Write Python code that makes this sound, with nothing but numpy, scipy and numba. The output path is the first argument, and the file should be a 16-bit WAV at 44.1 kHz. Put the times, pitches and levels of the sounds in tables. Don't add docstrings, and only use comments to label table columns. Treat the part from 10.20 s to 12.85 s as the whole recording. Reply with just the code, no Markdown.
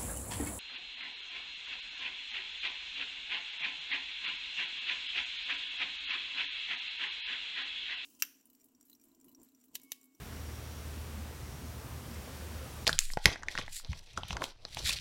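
import sys
import numpy as np
from scipy import signal
from scipy.fft import rfft, irfft
from scipy.io import wavfile
from scipy.ndimage import uniform_filter1d
from numba import njit

SR = 44100
rng = np.random.default_rng(int(sys.argv[2]) if len(sys.argv) > 2 else 0)


def attenuation_scalar(level_db):
    decades = np.asarray(level_db, float) / 20
    return 10 ** decades


def unload_wav(signal):
    wavfile.write(
        sys.argv[1],
        SR,
        np.round(np.clip(np.atleast_2d(signal).T, -1, 1) * 32767).astype(np.int16),
    )


N = 116865


def set_rms(x, db):
    return x * attenuation_scalar(db) / np.sqrt(np.mean(x ** 2))


@njit
def svf(x, hz, width):
    y, band, low = np.empty(len(x)), 0., 0.
    for i in range(len(x)):
        g, damping = np.tan(np.pi * hz[i] / SR), width / hz[i]
        v = (band + g * (x[i] - low)) / (1 + g * (g + damping))
        band, low, y[i] = 2 * v - band, low + 2 * g * v, damping * v
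    return y


def resonate(x, hz, width):
    centre = np.full(N, hz, dtype=float)
    return svf(svf(x, centre, float(width)), centre, float(width))


def walk(rate):
    hold = int(SR / rate)
    steps = np.repeat(rng.standard_normal(N // hold + 1), hold)
    return 1.3 * uniform_filter1d(uniform_filter1d(steps, hold), hold)[:N]


def column(table, t, index):
    points = np.array(table)
    return np.interp(t, points[:, 0], points[:, index])


def coloured(shape, tilt_db, swell):
    swell_db, flicker_db = 1.33, 0.5
    f = np.fft.rfftfreq(N, 1 / SR)[1:]
    hz, db = np.array(shape).T
    gain = attenuation_scalar(np.interp(np.log(f), np.log(hz), db) + tilt_db(f))
    spectrum = rfft(rng.standard_normal(N))[1:] * gain
    octaves = np.clip(np.log2(f / 31.25), 0, 9)
    out = 0
    for octave in range(10):
        share = np.clip(1 - abs(octaves - octave), 0, 1)
        band = irfft(np.r_[0, spectrum * share], N)
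        out = out + band * attenuation_scalar(swell_db * swell + flicker_db * walk(5.26))
    return out


# f/Hz, density/dB
TRAFFIC = [(13, -30), (24, -27), (53, -1), (80, -3), (166, -12.5), (216, -8.5), (280, -14.5), (600, -17.5),
           (780, -67), (1320, -120)]
# f/Hz, density/dB
HISS = [(300, 2.5), (520, -4), (600, -4.5), (1100, -7), (2000, -10.5), (4000, -14), (9000, -17.5),
        (16400, -19)]


def air():
    cross_hz = 427
    swell = walk(1.0)

    def low_pass(f):
        subsonic = 10 * np.log10(1 + (30 / f) ** 6)
        return -10 * np.log10(1 + (f / cross_hz) ** 4) - subsonic

    def high_pass(f):
        return -10 * np.log10(1 + (cross_hz / f) ** 4)

    rumble = set_rms(coloured(TRAFFIC, low_pass, swell), -49)
    hiss = set_rms(coloured(HISS, high_pass, swell), -50.5)
    return rumble + hiss


# f/Hz, level/dB rms
WHINE = [(886.5, -74), (1181.5, -75)]


def whine(t):
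    return sum(np.sqrt(2) * attenuation_scalar(db) * np.sin(2 * np.pi * hz * t) for hz, db in WHINE)


# t/s, level/dB
LORRIES = [(0.0, -45), (0.26, -66), (0.36, -47.5), (0.51, -55), (0.56, -57), (.66, -50.5), (0.81, -52),
           (0.92, -58), (1.2, -50.5), (1.4, -47), (1.5, -52.5), (1.68, -52), (1.8, -45), (1.95, -51.5),
           (2.36, -64), (2.48, -49), (2.55, -54.5), (2.65, -43)]
# f/Hz, width/Hz, level/dB
BOOM = [(132.7, 44, 1.5), (204, 62, -13)]


def lorries(t):
    noise = rng.standard_normal(N)
    boom = sum(attenuation_scalar(db) * set_rms(resonate(noise, hz, width), 0) for hz, width, db in BOOM)
    return boom * attenuation_scalar(column(LORRIES, t, index=1) - 5)


# t/s, level/dB
CHORUS = [
    (0, 5),
    (.5, 6.5),
    (1.05, 1),
    (1.4, 5),
    (1.9, 4),
    (2.3, 2),
    (2.65, 6),
]


def insects(t):
    band = resonate(rng.standard_normal(N), 5660, width=420)
    throb_db = 1.2 * (walk(3.6) + walk(29.9))
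    return set_rms(band * attenuation_scalar(throb_db), -72.5) * attenuation_scalar(column(CHORUS, t, index=1))


# t/s, f/Hz, level/dB
DRONE = [(0, 76, -68), (.14, 76, -44.5), (.42, 76, -47), (.57, 76, -45), (.66, 76, -43), (1.03, 76, -43),
         (1.13, 76, -55), (1.28, 76, -43.5), (1.37, 76, -54.5), (1.5, 77, -43.5), (1.66, 77, -59.5),
         (1.76, 76, -40), (1.83, 76, -62), (1.96, 76, -42.5), (2.08, 76, -50.5), (2.4, 76, -43),
         (2.53, 77, -61), (2.65, 77, -44)]
# t/s, level/dB
THIRD = [(0, -60), (.2, -65), (.35, -52), (.5, -53), (.62, -59), (.85, -51), (.95, -58), (1.2, -50),
         (1.4, -55), (1.6, -50), (1.9, -54), (2.05, -58), (2.4, -59), (2.65, -58)]
# multiple of the strong order, level/dB, drift of level/dB
ENGINE_ORDERS = [
    (1, -0.5, -0.5),
    (1.5, -.6, 0.8),
    (2, -21, 5.5),
    (3.5, -19, -2),
]


def engine(t):
    wander_rad = 0.3
    phase = 2 * np.pi * np.cumsum(column(DRONE, t, index=1)) / SR
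    carried = column(DRONE, t, index=2)
    usual = np.median(carried)
    bases = [carried, column(THIRD, t, index=1), usual, usual]
    out = 0
    for base_db, (multiple, db, drift_db) in zip(bases, ENGINE_ORDERS):
        gain = attenuation_scalar(db + drift_db * walk(5.56) + base_db)
        out = out + gain * np.sin(multiple * (phase + wander_rad * walk(4.09)))
    return np.sqrt(2) * out


# t/s, half length/s, f/Hz, level/dB
RUSTLES = [(.0, 0.12, 211, -60.5), (0.992, 0.06, 224, -51.5), (1.42, 0.062, 214, -52),
           (1.745, 0.039, 209, -65), (1.92, 0.058, 227, -53.5), (2.15, 0.114, 199, -55),
           (2.64, 0.042, 194, -55.5), (1.3, .12, 5660, -64.5), (1.48, .03, 6000, -63),
           (1.947, .016, 5200, -63), (1.945, .014, 6700, -65), (2.029, .012, 516, -60),
           (2.082, 0.011, 625, -52), (2.093, .012, 1180, -58), (2.303, .02, 1000, -63),
           (2.357, .03, 960, -60), (2.49, 0.016, 850, -62), (2.57, .015, 1400, -65)]


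def rustles(t):
    noise = rng.standard_normal(N)
    out = 0
    for s, half, hz, db in RUSTLES:
        band = set_rms(resonate(noise, hz, width=0.32 * hz), 0)
        out = out + attenuation_scalar(db) * np.exp(-((t - s) / half) ** 2) * band
    return out


# t/s, peak level/dB, f/Hz, T60/s
TICKS = [(.12, -54, 1380, 0.072), (0.169, -56, 2700, .08), (1.108, -45.5, 447, 0.13),
         (1.91, -50, 4600, .02), (1.914, -54, 5500, .015), (1.927, -56, 5300, .015),
         (1.941, -52, 4850, 0.039), (1.944, -53, 5370, 0.021), (1.945, -47, 7700, 0.011),
         (1.955, -50.5, 1947, 0.071), (1.964, -52, 4200, .01), (2.01, -57, 510, 0.05),
         (2.05, -50, 696, 0.046), (2.074, -48, 516, .08), (2.08, -48, 770, 0.045),
         (2.087, -51, 1200, 0.049)]


def ticks(t):
    rise_cycles = 2.5
    out = 0
    for s, db, hz, t60 in TICKS:
        age = np.clip(t - s, 0, None)
        ring = np.sin(2 * np.pi * hz * age) + np.sin(2 * np.pi * 1.09 * hz * age)
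        rise = 1 - np.exp(-age * hz / rise_cycles)
        out = out + attenuation_scalar(db - 60 * age / t60) * rise * ring
    return out


# t/s, tube resonance f/Hz, level/dB
SCRAPE = [
    (1.98, 1500, -85),
    (2.1, 1500, -74),
    (2.3, 1500, -72),
    (2.36, 1470, -68),
    (2.42, 1350, -65),
    (2.48, 1235, -66),
    (2.55, 1220, -70),
    (2.65, 1180, -70),
]


def scrape(t):
    grip = attenuation_scalar(2.3 * walk(60))
    grains = rng.standard_normal(N) * grip
    tube_hz = column(SCRAPE, t, index=1)
    tube = set_rms(resonate(grains, tube_hz, width=150), 0)
    squeal = attenuation_scalar(1) * grip * np.sin(2 * np.pi * np.cumsum(tube_hz) / SR)
    rest = attenuation_scalar(-13) * set_rms(resonate(grains, 2700, width=500), 0)
    shaft = (tube + squeal + rest) * attenuation_scalar(column(SCRAPE, t, index=2))
    from_s, to_s, ramp_s = 1.98, 2.5, 0.079
    bending = np.clip(np.minimum(t - from_s, to_s - t) / ramp_s, 0, 1)
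    limb = attenuation_scalar(-60.5) * bending * set_rms(resonate(grains, 522, width=71), 0)
    return shaft + limb


def scene():
    t = np.arange(N) / SR
    background = air() + whine(t) + lorries(t) + insects(t) + engine(t)
    bow = rustles(t) + ticks(t) + scrape(t)
    return (background + bow)[None]


def roll_off(x):
    return signal.sosfilt(signal.butter(12, 17480, fs=SR, output="sos"), x)


def record(dry):
    top_hz = 16390
    passed = np.fft.rfftfreq(N, 1 / SR) < top_hz
    mix = irfft(rfft(dry) * passed, N)
    return roll_off(mix)


dry = scene()
out = record(dry)
unload_wav(out)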